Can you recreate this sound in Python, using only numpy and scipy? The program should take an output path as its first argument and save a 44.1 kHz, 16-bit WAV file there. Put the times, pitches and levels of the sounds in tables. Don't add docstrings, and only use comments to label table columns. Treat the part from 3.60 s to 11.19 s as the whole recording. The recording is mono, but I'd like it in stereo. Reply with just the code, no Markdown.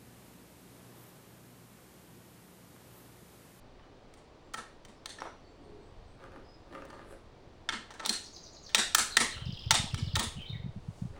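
import sys
import numpy as np
from scipy import signal
from scipy.fft import rfft, irfft
from scipy.io import wavfile
from scipy.ndimage import uniform_filter1d

SR = 44100
rng = np.random.default_rng(int(sys.argv[2]) if len(sys.argv) > 2 else 0)


def transcribe(signal):
    frames = np.atleast_2d(signal).T
    limited = np.clip(frames, -1, 1)
    pcm = np.round(limited * 32767).astype(np.int16)
    wavfile.write(sys.argv[1], SR, pcm)


N = 334719

# start_s, level_db, body_db_per_octave (below PIVOT_HZ),
# edge_db_per_octave (above it), t60_s, boom_db, favoured_hz
CONTACTS = [(0.194, -54, 6, -23, 0.027, -88, 1200), (0.5374, -48.5, 1.5, 6, 0.032, -83, 955),
            (0.9356, -38, 1, 7.5, 0.038, -63, 1180), (0.9402, -22.5, 4.2, 2, 0.019, -43.5, 1850),
            (1.2486, -40.5, 2, 3.5, 0.025, -51, 940), (1.457, -24, 0, 4, 0.016, -69, 4150),
            (1.5841, -39, 3.5, -4, 0.023, -63, 1730), (1.602, -37.5, 3, -3, 0.029, -76, 5530),
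            (1.618, -39, 12, -4, 0.022, -76, 5500), (3.2504, -53.5, 8, 9.5, 0.021, -81, 1170),
            (3.3006, -43, 7, 2, 0.018, -81, 4430), (4.0883, -11, -1, -4, 0.021, -34, 1680),
            (4.304, -44, 4, -0.5, 0.075, -67, 1690), (4.338, -44, -3, 3, 0.038, -96, 1190),
            (4.3942, -38.5, 6, -2, 0.08, -46, 1270), (4.449, -27.5, -17, -7, 0.12, -91, 4210),
            (4.459, -21, 3.5, 9.5, 0.023, -36.5, 3940), (4.492, -13.5, -6, 4, 0.02, -60, 4130),
            (5.091, -42, -1.5, -2, 0.091, -87.5, 3220), (5.146, -4.5, -1, 2.7, 0.029, -36, 3760),
            (5.3464, -4.5, -0.94, 8, 0.019, -36, 1462), (5.5671, -8.5, -0.2, 3, 0.03, -29.5, 1938),
            (5.768, -41.5, 3.5, -6, 0.061, -80, 1250), (6.1064, -10.5, -2.3, 1.6, 0.048, -34, 882),
            (6.343, -22, -1.7, 2.5, 0.015, -35, 1336), (6.5532, -12.5, -7.5, 1, 0.024, -36, 3720),
            (6.5643, -26, 8.5, 8, 0.024, -37, 2600), (6.5932, -19, -1, 6.5, 0.027, -37, 3380)]
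# pitch_hz, level_db, t60_ratio
ACTION_MODES = [(874, -2.5, 4.8), (1335, 5, 2.1), (1828, 0.5, 2), (2204, -6, 2.2), (3150, -9.5, 2.6),
                (3568, -3, 1.2), (3687, -23.5, 3.2), (4305, -6, 0.77), (5700, -7, 2.3), (6240, 0.5, .9),
                (7450, -27, 0.89), (8370, -4, 0.95), (9270, -2, 0.82), (15400, -15, 0.97)]
# freq_hz, gain_db
CONTACT_COLOUR = [(750, -25), (1600, -14), (3500, -8.5), (7000, -12), (14500, -16)]
# freq_hz, density_db
CLATTER_SPECTRUM = [(500, -1), (900, 2.5), (1900, -6), (2600, -10), (3800, -8.5), (8500, -14.5),
                    (11000, -24.5), (15000, -32)]
# pitch_hz, level_db, t60_s
CASE_MODES = [(4220, -1.5, 0.1)]
# start_s, level_db
CASE_STRIKES = [(4.45, -50.5), (4.493, -25.5)]
# start_s, hold_s, box_db, table_db, sleeve_db
HAND_STROKES = [(1.614, 0.024, -52.5, -60.5, -73), (2.007, .18, -83, -59.5, -95),
                (2.632, 0.0058, -52.5, -59, -82), (2.753, 0.01, -54, -57, -84),
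                (3.133, 0.055, -52, -54.5, -78), (3.231, 0.12, -56.5, -63.5, -97),
                (3.396, 0.027, -56, -62, -89), (3.51, 0.0042, -56, -60, -65.5),
                (7.581, .03, -51, -58, -82.5)]
# start_s, level_db
BOX_KNOCKS = [(2.612, -56), (2.637, -36.5), (2.718, -41), (3.124, -37), (3.148, -31), (3.219, -35.5),
              (3.327, -37), (3.391, -40), (3.523, -38)]
# pitch_hz, width_hz, gain_db
BOX_MODES = [(545, 78, 1), (883, 180, -3), (1222, 156, 0), (1670, 490, -6), (3000, 2000, -18)]
# freq_hz, level_db, t60_s
SHED_DECAY = [(185.8, 1.5, 0.26), (400, 8, 0.27), (800, 1.5, 0.31), (1590, 2.5, 0.32), (3200, 0, 0.42),
              (6140, -1.5, 0.35), (10150, 6, 0.34), (11700, -3.5, 0.27), (14540, -13.5, 0.17)]
# offset_s, length_s, from_hz, to_hz, level_db
HIGH_MOTIF = [(0, 0.031, 7350, 5210, -54), (0.021, 0.0098, 5260, 4100, -53),
              (0.033, .016, 5800, 3650, -47.5)]
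LOW_MOTIF = [(0, 0.014, 5880, 3990, -48.5), (0.01, 0.026, 4610, 3010, -51), (0.046, .016, 3500, 2600, -47)]
# start_s, length_s, from_hz, to_hz, level_db
FLOURISHES = [(5.501, 0.055, 4100, 3956, -42.5), (5.7, 0.044, 3600, 4390, -45.5),
              (5.729, 0.046, 3300, 2630, -49), (5.786, 0.12, 3300, 2710, -52.5),
              (6.762, 0.036, 2820, 3187, -50), (6.785, 0.0182, 3110, 2290, -48.5),
              (6.802, 0.033, 3036, 3050, -45), (6.83, 0.03, 2360, 2160, -58),
              (6.852, 0.028, 3190, 4170, -49), (6.884, 0.031, 4100, 3510, -44.5),
              (6.924, 0.0367, 2300, 1898, -53)]
# start_s, length_s, pitch_hz, level_db
FAR_WHISTLES = [(0.192, 0.065, 2980, -74), (0.8, 0.11, 7450, -84), (1.336, .077, 5290, -77),
                (1.663, 0.044, 5870, -63), (1.8, 0.092, 4450, -73), (1.865, .06, 7500, -81),
                (1.995, 0.22, 4330, -79), (2.02, .059, 8500, -80), (2.19, .12, 8100, -82),
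                (2.45, .11, 8140, -80), (2.822, 0.16, 5050, -69)]
# centre_s, level_db
TIMED_EDDIES = [(5.766, -33.5), (5.823, -30), (5.868, -29), (5.894, -26.5), (6.069, -26), (6.2, -26.5),
                (6.243, -29.5), (6.34, -21.5), (6.429, -20.5), (6.475, -26), (6.543, -23), (6.574, -23),
                (6.673, -32), (6.772, -32.5), (6.901, -36), (7.064, -27.5), (7.183, -38), (7.288, -27),
                (7.423, -24.5), (7.455, -27), (7.508, -34.5)]
# time_s, level_db
GUST_CURVE = [(0.0, -61), (0.49, -68), (1.99, -63.5), (2.34, -56.5), (2.96, -61.5), (3.83, -61.5),
              (4.73, -65.5), (5.689, -55.5), (6.47, -46), (6.93, -59), (7.59, -54.5)]
# time_s, level_db
RUSTLE_CURVE = [(6.9, -91), (7.2, -74.5), (7.4, -63), (7.59, -74)]
# freq_hz, density_db
AIR_SPECTRUM = [(35, -31), (60, -7.5), (208, -10.5), (270, -9.5), (334, -8.5), (644, -11), (874, -14.5),
                (1190, -17), (1300, -21), (1500, -22), (2350, -25), (4320, -27.5), (6760, -38),
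                (15000, -59), (16500, -60.5)]
# freq_hz, correlation
AIR_CORRELATION = [(60, 0.19), (240, 0.73), (950, 0.21), (3770, 0.06), (15000, 0.24)]

PIVOT_HZ, BLUR_S = 3500, .006
PITCH_SCATTER_RATIO, FAVOURED_WIDTH_RATIO = .05, .06
POSES = 3
STROKE_RISE_DB_PER_S, STROKE_FALL_DB_PER_S, TAPS_PER_S = 268, 302, 700
ECHO_S, ECHO_DB = .034, -13
SHED_DB, EARLY_DB, SWELL_S, SWELL_DEPTH = 3.5, -10, .0047, .8
HIGH_TRILL_START_S, HIGH_TRILL_PERIOD_S, HIGH_TRILL_REPEATS = 4.625, .1005, 5
LOW_TRILL_START_S, LOW_TRILL_PERIOD_S, LOW_TRILL_REPEATS = 5.854, .0672, 11
WHISTLE_WAVER_RATIO, CHIRP_WAVER_RATIO = .011, .033
TREES_T60_S, TREES_DB = .5, 4.5
EDDY_HZ, EDDY_SPREAD_RATIO = 122.2, .22
SCATTERED_EDDY_SPAN_S, SCATTERED_EDDY_COUNT, SCATTERED_EDDY_DB = (5.75, 7.55), 20, -31
WAKE_DELAY_S, WAKE_DB, WAKE_PITCH_RATIO = .0161, -10.5, .75
DEEP_RUMBLE_DB, AIR_DB = -55, -56
OVERLOAD_LEVEL, CUTOFF_HZ = .95, 17000


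def from_db(db):
    return 10 ** (np.asarray(db) / 20)


def unit_rms(x):
    return x / np.sqrt(np.mean(x ** 2) + 1e-20)


def at_hz(table, hz, column=1):
    table = np.array(table)
    return np.interp(np.log(hz), np.log(table[:, 0]), table[:, column])


def band(x, low_hz, high_hz):
    sos = signal.butter(2, [low_hz, min(high_hz, .45 * SR)], "band", fs=SR, output="sos")
    return signal.sosfilt(sos, x)


def add(track, start_s, sound):
    i = round(start_s * SR)
    track[i:i + len(sound)] += sound[:N - i]


def spread(x, response):
    return signal.fftconvolve(x[None], response, axes=1)[:, :N]


def rifle_clicks():
    direct, to_shed = np.zeros(N), np.zeros((POSES, N))
    n = round(.12 * SR)
    t = np.arange(n) / SR
    mode_hz, mode_db, t60_ratio = np.transpose(ACTION_MODES)
    bin_hz = np.maximum(np.fft.rfftfreq(n, 1 / SR), 1)
    for k, (start_s, level_db, body, edge, t60_s, boom_db, favoured_hz) in enumerate(CONTACTS):
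        tint = []
        for hz, db in CONTACT_COLOUR:
            octaves = np.log2(hz / PIVOT_HZ)
            tint.append((hz, db + edge * max(octaves, 0) + body * max(-octaves, 0)))

        detune, strength, phase = rng.random((3, len(ACTION_MODES)))
        ring_hz = mode_hz * (1 + PITCH_SCATTER_RATIO * (detune - .5))
        ring_db = mode_db + 13 * (strength - .5) + at_hz(tint, ring_hz)
        ring_db += 8 * np.exp(-(np.log(ring_hz / favoured_hz) / FAVOURED_WIDTH_RATIO) ** 2)
        decays = from_db(ring_db - 60 * t[:, None] / (t60_s * t60_ratio))
        rings = np.sum(decays * np.sin(2 * np.pi * (ring_hz * t[:, None] + phase)), axis=1)

        clatter_db = at_hz(tint, bin_hz) + at_hz(CLATTER_SPECTRUM, bin_hz)
        clatter_db += 7.4 * np.exp(-(np.log(bin_hz / favoured_hz) / .086) ** 2)
        spectrum = from_db(clatter_db) * np.minimum(bin_hz / 500, 1) ** 2
        clatter = irfft(rfft(rng.standard_normal(n)) * spectrum, n) * from_db(-60 * t / (1.226 * t60_s))
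        jolts_db = 3.5 * np.interp(t, t[::70], rng.standard_normal(len(t[::70])))
        attack = np.minimum(t / .002, 1) ** 2 * from_db(jolts_db)
        add(direct, start_s, from_db(level_db) * attack * (from_db(-4.5) * rings + from_db(18.5) * clatter))

        energy = np.sum((attack * from_db(-60 * t / (1.1 * t60_s))) ** 2)
        smooth = from_db(19) * np.roll(irfft(spectrum, n), 60) * np.sqrt(energy)
        blurred = from_db(-2.5) * attack * np.exp(-t / BLUR_S) * rings
        boom = np.sin(2 * np.pi * 225 * t) + .075 * np.sin(2 * np.pi * 330 * t)
        boom *= from_db(boom_db - 60 * t / .056)
        add(to_shed[k % POSES], start_s, from_db(level_db) * (blurred + smooth) + boom)
    return direct, to_shed


def case_pings():
    out, t = np.zeros(N), np.arange(round(.4 * SR)) / SR
    for start_s, level_db in CASE_STRIKES:
        for hz, db, t60_s in CASE_MODES:
            add(out, start_s, from_db(level_db + db - 60 * t / t60_s) * np.sin(2 * np.pi * hz * t))
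    return out


def rummaging():
    taps = (rng.random(N) < TAPS_PER_S / SR) * from_db(4.8 * np.minimum(rng.exponential(1, N), 3.5))
    taps = unit_rms(taps * rng.choice([-1, 1], N))
    shuffle = unit_rms(band(rng.standard_normal(N), 189, 434))
    sleeve = unit_rms(band(rng.standard_normal(N), 7700, 11600))
    force, out, t = np.full(N, 1e-18), np.zeros(N), np.arange(N) / SR
    for start_s, hold_s, box_db, table_db, sleeve_db in HAND_STROKES:
        rise_db = STROKE_RISE_DB_PER_S * np.clip(start_s - t, 0, 1)
        fall_db = STROKE_FALL_DB_PER_S * np.clip(t - start_s - hold_s, 0, 1)
        stroke = from_db(-rise_db - fall_db)
        force += stroke * from_db(box_db + 12.5) * taps
        out += stroke * (from_db(table_db) * shuffle + from_db(sleeve_db) * sleeve)
    for start_s, level_db in BOX_KNOCKS:
        scuff = rng.standard_normal(260) * np.hanning(260)
        add(force, start_s, from_db(level_db + 8.5) * scuff)
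    for k, (hz, width_hz, db) in enumerate(BOX_MODES):
        out += (-1) ** k * from_db(db) * signal.lfilter(*signal.iirpeak(hz, hz / width_hz, SR), force)
    return out


def wall_echo(x):
    bright = x + 1.5 * band(x, 7600, 9800)
    return from_db(ECHO_DB + np.array([[1.5], [-1.5]])) * np.roll(bright, round(ECHO_S * SR))


def shed_response():
    t = np.arange(round(.6 * SR)) / SR
    after_s = np.maximum(t - ECHO_S, 0)
    edges_hz, tail = 140 * 2 ** np.arange(0, 7.6, .5), 0
    shared, own = rng.standard_normal((2, len(t))), rng.standard_normal((2, 2, len(t)))
    for k, (low_hz, high_hz) in enumerate(zip(edges_hz, edges_hz[1:])):
        hz = np.sqrt(low_hz * high_hz)
        noise = unit_rms(shared[k % 2] * 700 / hz + own[k % 2])
        decay = from_db(at_hz(SHED_DECAY, hz) - 60 * after_s / at_hz(SHED_DECAY, hz, column=2))
        tail += decay * band(noise, low_hz, high_hz)
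    tail = from_db(SHED_DB) * tail / np.sqrt(np.mean(np.sum(tail ** 2, axis=1)))
    swell = 1 - SWELL_DEPTH * np.cos(after_s / SWELL_S) * np.exp(-after_s / (2 * SWELL_S))
    return tail * np.where(t < ECHO_S, from_db(EARLY_DB), swell)


def trill(motif, start_s, period_s, repeats):
    return [(start_s + k * period_s + offset_s, *glide, db + rng.normal(0, .31), CHIRP_WAVER_RATIO)
            for k in range(repeats) for offset_s, *glide, db in motif]


def birds():
    notes = [(*note, CHIRP_WAVER_RATIO) for note in FLOURISHES]
    notes += [(s, length_s, hz, hz, db, WHISTLE_WAVER_RATIO) for s, length_s, hz, db in FAR_WHISTLES]
    notes += trill(HIGH_MOTIF, HIGH_TRILL_START_S, HIGH_TRILL_PERIOD_S, HIGH_TRILL_REPEATS)
    notes += trill(LOW_MOTIF, LOW_TRILL_START_S, LOW_TRILL_PERIOD_S, LOW_TRILL_REPEATS)
    song = np.zeros(N)
    for start_s, length_s, from_hz, to_hz, level_db, waver_ratio in notes:
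        n = round(length_s * SR)
        waver = waver_ratio * unit_rms(uniform_filter1d(rng.standard_normal(n), size=150))
        pitch_hz = np.geomspace(from_hz, to_hz, n) * (1 + waver)
        flutter_db = 3.8 * unit_rms(uniform_filter1d(rng.standard_normal(n), size=90))
        envelope = from_db(level_db + flutter_db) * np.sqrt(np.hanning(n))
        add(song, start_s, envelope * np.sin(2 * np.pi * np.cumsum(pitch_hz) / SR))
    t = np.arange(SR) / SR
    trees = rng.standard_normal((2, SR)) * from_db(-60 * t / TREES_T60_S) * (1 - np.exp(-t / .0037))
    trees /= np.sqrt(np.mean(np.sum(trees ** 2, axis=1)))
    return song + from_db(TREES_DB) * spread(song, trees)


def wind():
    eddies, t = np.zeros(N), np.arange(-.03, .03, 1 / SR)
    scattered = [(rng.uniform(*SCATTERED_EDDY_SPAN_S), SCATTERED_EDDY_DB + rng.normal(0, 1.5))
                 for _ in range(SCATTERED_EDDY_COUNT)]
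    for centre_s, level_db in TIMED_EDDIES + scattered:
        eddy_hz = EDDY_HZ * (1 + EDDY_SPREAD_RATIO * rng.standard_normal())
        for delay_s, db, hz in ((0, 0, eddy_hz), (WAKE_DELAY_S, WAKE_DB, eddy_hz * WAKE_PITCH_RATIO)):
            pulse = np.exp(-.5 * (t * hz / .41) ** 2) * np.cos(2 * np.pi * (hz * t + rng.random()))
            add(eddies, centre_s + delay_s + t[0], from_db(level_db + db) * pulse)
    gust_db = np.interp(np.arange(N) / SR, *np.transpose(GUST_CURVE))
    shared, own = rng.standard_normal(N), rng.standard_normal((2, N))
    upper = from_db(gust_db) * unit_rms(band(shared, 33, 100))
    deep = from_db(DEEP_RUMBLE_DB + .7 * (gust_db + 60)) * unit_rms(band(.88 * shared + own, 8.3, 40))
    return band(eddies, 65, 900) + upper + deep


def leaves():
    level_db = np.interp(np.arange(N) / SR, *np.transpose(RUSTLE_CURVE))
    return from_db(level_db) * unit_rms(band(rng.standard_normal((2, N)), 2500, 9500))


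def air():
    edges_hz, out = 60 * 2 ** np.arange(0, 8.4, 1 / 3), 0
    white = rng.standard_normal((2, 2, N))
    for k, (low_hz, high_hz) in enumerate(zip(edges_hz, edges_hz[1:])):
        hz = np.sqrt(low_hz * high_hz)
        mid, side = band(white[k % 2], low_hz, high_hz)
        correlation = at_hz(AIR_CORRELATION, hz)
        stereo = np.sqrt(1 + correlation) * mid + np.sqrt(1 - correlation) * side * [[1], [-1]]
        out += from_db(at_hz(AIR_SPECTRUM, hz)) * stereo
    return from_db(AIR_DB) * unit_rms(out)


def scene():
    clicks, to_shed = rifle_clicks()
    pings, box, shed = case_pings(), rummaging(), shed_response()
    rifle = clicks + pings
    tail = spread(from_db(-5.5) * pings, shed) + sum(spread(feed, shed_response()) for feed in to_shed)
    hands = from_db(-.5) * (box + spread(box, shed[:, round(ECHO_S * SR):]))
    return rifle + wall_echo(rifle) + tail + hands + leaves() + birds() + wind() + air()


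def record(dry):
    dipped = dry - .9 * signal.lfilter(*signal.iirpeak(12600, 3.5, SR), dry)
    lifted = dipped + 1.5 * signal.lfilter(*signal.iirpeak(15300, 7.5, SR), dipped)
    rounded = lifted / (1 + (lifted / OVERLOAD_LEVEL) ** 4) ** .25
    return signal.sosfilt(signal.cheby2(18, 70, CUTOFF_HZ, fs=SR, output="sos"), rounded)


dry = scene()
out = record(dry)
transcribe(out)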